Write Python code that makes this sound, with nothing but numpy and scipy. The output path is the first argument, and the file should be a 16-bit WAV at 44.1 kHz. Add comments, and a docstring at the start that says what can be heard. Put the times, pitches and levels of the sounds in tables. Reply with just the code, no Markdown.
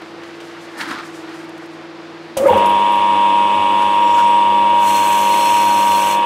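"""Starting a lathe in a small workshop

A fan hums, clothes rustle and a sleeve brushes the lathe, then its motor is switched on.
Surging noise shakes the frame, rotor slots sing as sine tones, and a bearing rattles through resonances.
Small ticks, clinks and two handwheel pushes are short shaped sounds. Near the end a tool rubs the
turning metal: narrow bands of noise ring brightly over a gritty hiss."""
import sys
import numpy as np
from scipy import signal
from scipy.fft import rfft, irfft, next_fast_len
from scipy.io import wavfile
from scipy.ndimage import uniform_filter1d

SR = 44100
rng = np.random.default_rng(int(sys.argv[2]) if len(sys.argv) > 2 else 0)


def generate_wav(sig):
    """Save sig (samples, or channels by samples) to the path in sys.argv[1] as 16-bit PCM at SR."""
    pcm = np.round(np.clip(np.atleast_2d(sig).T, -1, 1) * 32767).astype(np.int16)
    wavfile.write(sys.argv[1], SR, pcm)


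N = 275705
T = np.arange(N) / SR  # time in seconds
LEFT_RIGHT = np.array([[1], [-1]])  # plus for the left channel, minus for the right

# Steady fan tones. Each row: pitch in Hz, level in dB.
FAN_TONES = [(100.1, -60), (338.1, -38), (418.4, -55.5), (477.4, -50), (537, -54.5), (636.3, -55)]
# Level of the tone one octave above the blade tone. Each row: time in seconds, level in dB.
BLADE_OCTAVE = [(0, -40), (.3, -49), (.9, -45), (1.2, -37), (1.6, -39), (2.3, -43)]
# Colour of the room noise. Each row: frequency in Hz, relative level in dB per Hz.
ROOM_COLOUR = [(18, -101), (30, -67.5), (152, -16), (263, -11), (332, -7.5), (389, -10.5), (479, -9.5),
               (591, -12), (728, -9.5), (1640, -20), (4780, -26.5), (12600, -68), (15500, -73)]
# How much the two channels differ. Each row: frequency in Hz, side signal against the middle in dB.
SIDE_SHARE = [(30, -19.5), (70, -30.5), (300, -41), (1000, -21), (3000, -15.5), (7000, -19), (12000, -21.5)]
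# Treble of the faint rustle of clothes. Each row: time in seconds, level in dB.
RUSTLE = [(0, -64), (.35, -59.5), (.65, -55), (.85, -64), (1.27, -54), (1.86, -70), (2.3, -69)]
# Switch snap and small ticks of hands on the machine.
# Each row: start in seconds, level in dB, centre in Hz, time to fade by 60 dB in seconds.
TICKS = [(0.019, -28, 680, 0.059), (0.234, -32.5, 1500, 0.066), (0.402, -38, 2960, 0.12),
         (0.78, -42, 4000, .03), (.808, -20.5, 2000, 0.063), (.912, -26, 1800, .03),
         (0.991, -26, 1880, 0.018), (1.292, -43, 5000, 0.025), (1.44, -52, 9000, 0.044),
         (1.492, -42, 6500, 0.026), (1.577, -43, 7000, 0.024), (1.657, -51, 8000, .06),
         (2.37, -21.5, 7100, 0.084), (2.373, -38, 7000, 0.95), (2.465, -35.5, 8500, 0.25),
         (2.575, -38, 6000, 0.13), (2.657, -31, 5000, .04), (3.82, -39, 7000, 0.095)]
# Strokes of cloth on the machine.
# Each row: time of the peak in seconds, level in dB, pitch of the hollow tone in Hz, crackle level in dB.
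STROKES = [(.812, -21, 1793, -33), (0.913, -22.5, 1350, -36), (1.0, -31, 1316, -60)]
# Colour of the cloth noise. Each row: frequency in Hz, relative level in dB per Hz.
CLOTH_COLOUR = [(88, -47), (150, -13), (332, -1), (366, -25), (618, -14), (894, -9.5), (1800, -7.5),
                (2700, -16), (4310, -18), (15500, -56)]
# Motor speed. Each row: time in seconds, speed in turns per second.
MOTOR_SPEED = [(2.36, 5), (2.44, 17), (2.48, 24.4), (2.52, 24.85), (2.6, 24.935), (4.6, 24.935),
               (4.9, 24.905), (6.25, 24.905)]
# Loudness of the running motor. Each row: time in seconds, level in dB.
MOTOR_LEVEL = [(2.366, -50), (2.372, -0.5), (2.45, -35), (2.49, -6.5), (2.56, -2), (6.25, -2.5)]
# Level that the loud slot tones follow. Each row: time in seconds, level in dB.
SONG_LEVEL = [(2.47, -39), (2.49, -10), (2.54, -22), (2.56, -13), (3.92, -14), (4.08, -11.5), (4.45, -12),
              (5.06, -13.5), (6.25, -14)]
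# Loud slot tones. Each row: multiple of the magnetic pull, dB against the song level, the same once the
# worker leans in, left minus right in dB, the same once leaning in, lead of the left channel in radians.
SONG_TONES = [(1, 0, 0.5, 0.5, .4, -0.22), (2, -10, -14, -3, 0, .11), (0, -14.5, -17, -1.5, -.8, .03)]
# Weaker magnetic tones. Each row: multiple of the slot rate, multiple of the magnetic pull, level in dB.
WEAK_TONES = [(0, 1, -45), (0, 2, -33), (0, 3, -36.5), (0, 4, -38), (0, 5, -35), (0, 6, -31.5), (0, 7, -41),
              (0, 16, -44), (1, -3, -32.5), (1, -1, -40.5), (1, 3, -28), (1, 4, -39), (1, 5, -49),
              (2, 0, -41), (2, 1, -42), (2, 2, -42.5), (2, 4, -57.5), (3, -2, -72), (3, 0, -37.5),
              (3, 1, -41.5), (3, 2, -57)]
# Resonances of the bearing housing. Each row: centre in Hz, width in Hz, relative level in dB,
# share of the knocks that swings with the load from 0 to 1.
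HOUSING = [(1990, 290, -20.5, 0.1), (2303, 41, -1.5, 0), (2595, 250, -6, 0.71), (2660, 54, 0, 0.46),
           (2762, 76, -2, 0.16), (2956, 47, 3, 0.74), (3450, 290, -8.5, 0.96), (3469, 147, 3, 0.92),
           (3425, 70, -2.5, 1), (3787, 36, -5, .8)]
# Frame modes shaken by the running motor. Each row: centre in Hz, width in Hz, level in dB.
FRAME_MODES = [(93.6, 5.4, -46.5), (296, 32, -36), (559, 45, -34.5), (803, 42, -33.5), (935, 39, -28.5),
               (1110, 370, -34), (8060, 330, -56), (10200, 150, -73), (7800, 60, -57.5)]
# Colour of the roar of fan, belt and gears. Each row: frequency in Hz, relative level in dB per Hz.
ROAR_COLOUR = [(30, -65), (60, -40), (146, -39.5), (200, -11.5), (320, -28), (550, -12.5), (780, -30.5),
               (1000, -20), (1500, -24.5), (3400, -10), (4300, -51), (8800, -33), (10500, -44),
               (15500, -66)]
# Surges of torque at the start; the rows at 1250 and 2180 Hz are brief swells of the motor's rising whine
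# passing through resonances. # Each row: time of the middle in seconds, pitch in Hz, level in dB.
SURGES = [(2.374, 545, -19), (2.386, 522, -19), (2.395, 680, -34), (2.409, 220, -29), (2.41, 530, -13),
          (2.438, 557, -10.5), (2.45, 330, -22), (2.457, 1250, -19.5), (2.468, 552, -3.5),
          (2.484, 2180, -23), (2.488, 527, -12.5), (2.497, 860, -17), (2.511, 511, -9), (2.534, 826, -10),
          (2.546, 220, -25.5), (2.55, 90, -30), (2.568, 545, -12.5), (2.61, 536, -19)]
# Clinks of a loose small part. Each row: start in seconds, level in dB.
CLINKS = [(2.4894, -48), (2.5301, -43), (2.569, -38), (2.6594, -34), (2.6928, -37), (2.9203, -42),
          (2.9542, -41)]
# Ringing of that part. Each row: pitch in Hz, relative level in dB, time to fade by 60 dB in seconds.
CLINK_MODES = [(9600, -2, .06), (10220, -2, .07), (11780, -4, .07), (12930, -10, .05), (14190, -7, .09)]
# Pushes on a handwheel. 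Each row: time in seconds, level of the scrape in dB.
PUSHES = [(3.82, -50.5), (4.19, -41.5)]
# Faint whistles while the wheel turns.
# Each row: time of the middle in seconds, pitch in Hz, level in dB, length in seconds.
WHISTLES = [(4.13, 7490, -49, .5), (4.17, 5590, -48, .6), (4.19, 6530, -49, .3), (4.2, 11600, -61, 1.5),
            (4.3, 8830, -51, .55), (4.35, 7950, -52, .45)]
# Ringing modes of the workpiece. Each row: centre in Hz, width in Hz, relative level in dB.
WORKPIECE = [(4620, 67, -15.5), (5900, 320, -13), (6280, 72, -6), (6870, 39, -7), (7100, 140, -13.5),
             (7830, 100, -18), (8200, 130, -18), (8120, 135, -4), (10070, 110, -8.5), (10340, 70, -17.5),
             (10300, 90, -16), (11200, 370, -21), (11500, 110, -11), (11960, 100, -12.5), (12340, 70, -8.5),
             (12750, 100, -17), (12950, 100, -27), (13400, 110, -19), (13900, 200, -15), (14300, 120, -20),
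             (14930, 80, -17), (15500, 300, -22)]
# Workpiece modes that each swell towards a strongest moment.
# Each row: centre in Hz, width in Hz, level in dB at that moment,
# time of that moment in seconds, loss in dB per second away from it.
SWELLING_MODES = [(4210, 62, -36.5, 5.55, 7), (5460, 90, -42, 6.1, 3.5), (1530, 70, -35.5, 7.1, 1)]
# Colour of the rubbing hiss. Each row: frequency in Hz, relative level in dB per Hz.
RUB_COLOUR = [(710, -33), (1200, -3), (1390, -35), (1500, -17), (1900, -5.5), (2590, 3.5), (4930, -16.5),
              (8080, -9.5), (15500, -33)]

BLADE_HZ, BLADE_DB, ROOM_DB = 159.15, -51.5, -39.5
SOFT_DB, SOFT_FOLLOWS = -40, 0.21  # middle of the rustle at a treble of -57.5 dB, and dB per dB of treble
SNAP_CYCLES = 2.  # a tick's hard first instant shrinks to about a third in this many cycles
BRUSH_RISE_DB_S, BRUSH_FALL_DB_S = 337, 196
# The crackle reaches full level before the stroke peaks and holds until just after.
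CRACKLE_EARLY_S, CRACKLE_LATE_S, CRACKLE_RISE_DB_S, CRACKLE_FALL_DB_S = .032, .012, 1500, 330
MAINS_HZ = 100.12  # magnetic pull, twice the supply frequency
SLOTS, BALLS, SPINDLE = 34, 5.354, .2125  # slots passed, balls passed and spindle turns per motor turn
LEAN_S, LEAN_TAKES_S = 4.05, .2  # middle and length of the worker's lean in over the machine
SWITCH_S = 2.368  # nothing of the starting shake is heard before this
SURGE_S, SURGE_LAW = .036, .8  # length at 540 Hz; lower modes swell longer by this power of pitch
SHUDDER_DB, SHUDDER_FROM_S, SHUDDER_TO_S = -20.5, 2.46, 2.63
SHUDDER_RISE_DB_S, SHUDDER_FALL_DB_S = 90, 60.5
WHEEL_RISE_DB_S, WHEEL_FALL_DB_S = 108.5, 110
KNOCK_HZ, KNOCK_DB, KNOCK_S = 1415, 15.5, 0.079  # the level is dB above the scrape
RUB_DB, RUB_FROM_S, RUB_TO_S, RUB_RISE_DB_S, RUB_FALL_DB_S = -31, 4.87, 6.125, 177, 265
SWELLING_WAVER_DB = 2.


def undb(db):
    """Turns a level in dB into a plain multiplier."""
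    return 10 ** (np.asarray(db) / 20)


def unit(x):
    """Scales a sound to rms 1, a standard average strength."""
    return x / np.sqrt(np.mean(x ** 2))


def curves(table):
    """Joins each column of a table by straight lines over time."""
    s, *columns = np.transpose(table)
    return [np.interp(T, s, column) for column in columns]


def gate(table):
    """Gain from the first column, silent outside the table's time."""
    inside = (T > table[0][0]) * (T <= table[-1][0])
    return undb(curves(table)[0]) * inside


def at_hz(points, hz):
    """Reads a (Hz, value) table on a log-frequency axis."""
    points_hz, values = np.array(points)[:, 0], np.array(points)[:, 1]
    return np.interp(np.log(hz), np.log(points_hz), values)


def band(x, hz, width_hz):
    """Two-pole resonance that leaves its centre pitch at full strength."""
    b, a = signal.iirpeak(min(hz, .45 * SR), hz / width_hz, fs=SR)
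    return signal.lfilter(b, a, x)


def walk(rate):
    """Random wandering: values held for 1 / rate seconds, then smoothed twice; spread near 1."""
    k = int(SR / rate)
    steps = np.repeat(rng.standard_normal(N // k + 1), k)
    return 1.32 * uniform_filter1d(uniform_filter1d(steps, k), k)[:N]


def wide(hz, width_hz, count=N):
    """Narrow band of noise, nearly alike in both channels, at rms 1."""
    mid, side = band(rng.standard_normal((2, count)), hz, width_hz)
    return unit(mid + undb(at_hz(SIDE_SHARE, hz)) * side * LEFT_RIGHT)


def hiss(colour, flicker_db):
    """Coloured noise at rms 1, in overlapping octave-spaced bands that swell together and flicker alone."""
    size = next_fast_len(N)
    hz = np.arange(size // 2 + 1) * SR / size + 1
    mid, side = rfft(rng.standard_normal((2, size))) * undb(at_hz(colour, hz))
    both = mid + undb(at_hz(SIDE_SHARE, hz)) * side * LEFT_RIGHT
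    out, shared_swell = 0, walk(2.68)
    for octave in np.arange(4, 15.):
        share = np.cos(np.pi / 2 * np.clip(np.log2(hz) - octave, -1, 1)) ** 2
        flicker = undb(flicker_db * (shared_swell + walk(6.8)))
        out = out + irfft(both * share, size)[:, :N] * flicker
    return unit(out)


def tone(turns, db, waver_db, pan_db=0, lead=0):
    """A sine that follows a running count of cycles, with a wavering level."""
    phase = 2 * np.pi * turns + lead / 2 * LEFT_RIGHT
    level_db = db + waver_db * walk(6) + pan_db / 2 * LEFT_RIGHT
    return np.sqrt(2) * undb(level_db) * np.sin(phase)


def swell(s, length):
    """A smooth rise and fall around time s."""
    return np.cos(np.pi * np.clip((T - s) / length, -.5, .5)) ** 2


def dull(x, hz):
    """Cast iron passes little above hz."""
    return signal.sosfilt(signal.butter(3, hz, fs=SR, output="sos"), x)


def slope(db, from_s, to_s, rise_db_s, fall_db_s):
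    """Gain that climbs to db, holds from from_s to to_s and falls, in dB per second."""
    early, late = np.maximum(from_s - T, 0), np.maximum(T - to_s, 0)
    return undb(db - rise_db_s * early - fall_db_s * late)


def add(out, sound, s):
    """Mixes a short sound in from time s."""
    first = int(s * SR)
    part = out[:, first:first + sound.shape[1]]
    part += sound[:, :part.shape[1]]


def fan():
    """A turning fan hums in steady tones, with a blade tone and its octave."""
    tones = sum(tone(hz * T + rng.random(), db, .7, lead=0.085) for hz, db in FAN_TONES)
    blade = tone(BLADE_HZ * T, BLADE_DB, 1.5, lead=.06)
    octave = tone(2 * BLADE_HZ * T, curves(BLADE_OCTAVE)[0], .7, lead=.06)
    return tones + blade + octave


def room():
    """Soft coloured noise of the room over a low rumble."""
    return undb(ROOM_DB) * hiss(ROOM_COLOUR, 0.35) + undb(-76.5) * wide(55, 60)


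def rustle():
    """Clothes make uneven noise: a crisp top, and a softer middle that partly follows it."""
    treble_db = curves(RUSTLE)[0]
    crisp = undb(treble_db + 3.5 * walk(31.5)) * unit(band(wide(6000, 6000), 6000, 7000))
    soft_db = SOFT_DB + SOFT_FOLLOWS * (treble_db + 57.5) + 1.0 * walk(29)
    soft = undb(soft_db) * unit(band(wide(1300, 1800), 1300, 1800))
    return crisp + soft


def ticks():
    """Each tick is a hard snap and a dying burst of noise around one pitch."""
    out, t = np.zeros((2, N)), T[:SR]
    for s, db, hz, t60 in TICKS:
        snap = undb(2.5) * np.exp(-t * hz / SNAP_CYCLES) * np.cos(2 * np.pi * hz * t)
        noise = unit(band(wide(hz, 0.91 * hz, count=SR), hz, 2.3 * hz))
        fade = np.minimum(t / 0.0026, 1) * 1000 ** (-t / t60)
        add(out, undb(db) * (snap + fade * noise), s)
    return out


def brush():
    """Cloth drags in grainy strokes, with a hollow resonance that sinks and a crackling top."""
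    hollow_turns = np.cumsum(curves(STROKES)[1]) / SR
    hollow = np.sqrt(2) * unit(walk(900)) * np.sin(2 * np.pi * hollow_turns)
    strokes = sum(slope(db, s, s, BRUSH_RISE_DB_S, BRUSH_FALL_DB_S) for s, db, _, _ in STROKES)
    grain = undb(1.7 * walk(600))
    body = strokes * grain * (0.62 * hiss(CLOTH_COLOUR, 0.98) + .5 * hollow)
    tops = sum(slope(db, s - CRACKLE_EARLY_S, s + CRACKLE_LATE_S, CRACKLE_RISE_DB_S, CRACKLE_FALL_DB_S)
               for s, _, _, db in STROKES)
    crackle = tops * undb(-8.5 + 2.5 * walk(900)) * unit(band(wide(6400, 7300), 6400, 8300))
    return body + crackle


def magnetics(turn):
    """Slot and mains tones share one field; an off-centre rotor and the spindle's load wobble them."""
    shaft, spindle = 2 * np.pi * turn, 2 * np.pi * SPINDLE * turn
    slots = SLOTS * turn + 0.02 * np.sin(spindle) + 0.0077 * walk(34)
    throb = 1 + 0.098 * np.cos(shaft) + 0.038 * np.cos(spindle + .3)
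    lean = np.clip((T - LEAN_S) / LEAN_TAKES_S + .5, 0, 1)  # 0 standing back, 1 leaning in
    song_db, loud, weak = curves(SONG_LEVEL)[0], 0, 0
    for pulls, db, near_db, pan_db, near_pan_db, lead in SONG_TONES:
        level_db = song_db + db + lean * (near_db - db)
        pan = pan_db + lean * (near_pan_db - pan_db)
        loud = loud + tone(slots + pulls * MAINS_HZ * T, level_db, 0.81, pan, lead)
    for slot_count, pulls, db in WEAK_TONES:
        turns = slot_count * slots + pulls * MAINS_HZ * T
        weak = weak + tone(turns, db, 1.2, lead=.05 * rng.standard_normal())
    return throb * loud * (T > SONG_LEVEL[0][0]) + weak * gate(MOTOR_LEVEL)


def bearing(turn, knock_db=-30.5, grit_db=-35):
    """Each ball knocks on a flaw that passes through the load once a turn; grit rings the same housing."""
    # One click whenever the running count of balls reaches a new whole number.
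    knocks = np.diff(np.floor(BALLS * turn), prepend=0) * undb(1.2 * walk(150))
    load = np.cos(2 * np.pi * turn)
    ring, grit = 0, 0
    for k, (hz, width, db, swing) in enumerate(HOUSING):
        loaded = knocks * (1 - swing + 0.77 * swing * load)
        ring = ring + (-1) ** k * undb(db) * band(loaded, hz, width)  # neighbours have opposite signs
        grit = grit + undb(db) * np.sqrt(width) * wide(hz, width)
    rattle = undb(knock_db) * unit(ring) + undb(grit_db) * unit(grit) * (1 + 0.073 * load)
    return dull(rattle, 4960)


def motor():
    """The running machine sings and rattles, shakes its frame modes and roars like air."""
    turn = np.cumsum(curves(MOTOR_SPEED)[0]) / SR
    frame = sum(undb(db) * wide(hz, width) for hz, width, db in FRAME_MODES)
    roar = undb(-29.5) * hiss(ROAR_COLOUR, 0.44)
    return magnetics(turn) + gate(MOTOR_LEVEL) * (bearing(turn) + frame + roar)


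def start():
    """Surges of torque swell and fade roughly in single frame modes over a broad shudder; two higher swells are
    the rising whine passing through resonances."""
    out, t = np.zeros((2, N)), T[:SR // 2]
    for s, hz, db in SURGES:
        sine = np.sqrt(2) * np.sin(2 * np.pi * (hz * t + rng.random()))
        shake = sine + .3 * wide(.95 * hz, .3 * hz, count=len(t))
        length = SURGE_S * (540 / hz) ** SURGE_LAW
        rise_and_fall = np.sin(np.pi * np.minimum(t / length, 1)) ** 2
        add(out, undb(db) * rise_and_fall * shake, s - length / 2)
    shudder = slope(SHUDDER_DB, SHUDDER_FROM_S, SHUDDER_TO_S, SHUDDER_RISE_DB_S, SHUDDER_FALL_DB_S)
    rumble = wide(520, 150) + .5 * wide(370, 220) + 0.089 * wide(690, 500) + 0.034 * wide(60, 60)
    out += shudder * unit(rumble)
    return dull(out * (T > SWITCH_S), 2330)


def clinks():
    """A loose small steel part rings in several fading modes, a little to the right."""
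    out, t = np.zeros((2, N)), T[:SR]
    for s, db in CLINKS:
        for hz, mode_db, t60 in CLINK_MODES:
            sine = .6 * np.sin(2 * np.pi * hz * t - .15 * LEFT_RIGHT)  # the left channel lags
            rattle = sine + .5 * unit(band(wide(hz, 300, count=SR), hz, 300))
            size = undb(db + mode_db + 2.5 * rng.standard_normal())
            add(out, size * 1000 ** (-t / t60) * rattle, s)
    return out


def handwheel():
    """Each push is a noisy scrape around a hollow knock, with a few narrow whistles."""
    scrape = sum(slope(db, s, s, WHEEL_RISE_DB_S, WHEEL_FALL_DB_S) for s, db in PUSHES)
    rasp = unit(band(wide(5300, 6000), 5900, 8000))
    knock = sum(undb(db + KNOCK_DB) * swell(s, KNOCK_S) for s, db in PUSHES)
    hollow = wide(KNOCK_HZ, 90) + 0.68 * wide(1500, 500)
    whistles = sum(undb(db) * swell(s, length) * wide(hz, 50) for s, hz, db, length in WHISTLES)
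    return scrape * rasp + knock * hollow + whistles


def rubbing():
    """Friction of the tool rings the workpiece modes, each flickering alone, over a gritty hiss."""
    ring, swelling = 0, 0
    for hz, width, db in WORKPIECE:
        ring = ring + undb(db + 1.1 * walk(11)) * np.sqrt(width) * wide(hz, width)
    for hz, width, db, s, away_db in SWELLING_MODES:
        level_db = db - away_db * np.abs(T - s) + SWELLING_WAVER_DB * walk(12)
        swelling = swelling + undb(level_db) * unit(band(wide(hz, width), hz, width))
    grit = hiss(RUB_COLOUR, 1.0) * undb(2.4 * walk(370))
    contact = slope(0, RUB_FROM_S, RUB_TO_S, RUB_RISE_DB_S, RUB_FALL_DB_S)
    uneven_db = .6 * walk(20)
    bright = undb(RUB_DB + uneven_db) * (undb(-1.5) * unit(ring) + grit)
    return contact * (bright + swelling)


def scene():
    """All the sounds of the workshop added together."""
    background = fan() + room()
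    hands = rustle() + ticks() + brush()
    machine = motor() + start() + clinks()
    return background + hands + machine + handwheel() + rubbing()


def record(dry):
    """The recorder rounds the loudest peaks, loses the deepest bass and cuts the top."""
    rounded = np.tanh(0.89 * dry) / 0.89
    thin = signal.sosfilt(signal.butter(2, 45, "high", fs=SR, output="sos"), rounded)
    return signal.sosfilt(signal.ellip(16, .2, 80, 15680, fs=SR, output="sos"), thin)


dry = scene()
out = record(dry)
generate_wav(out)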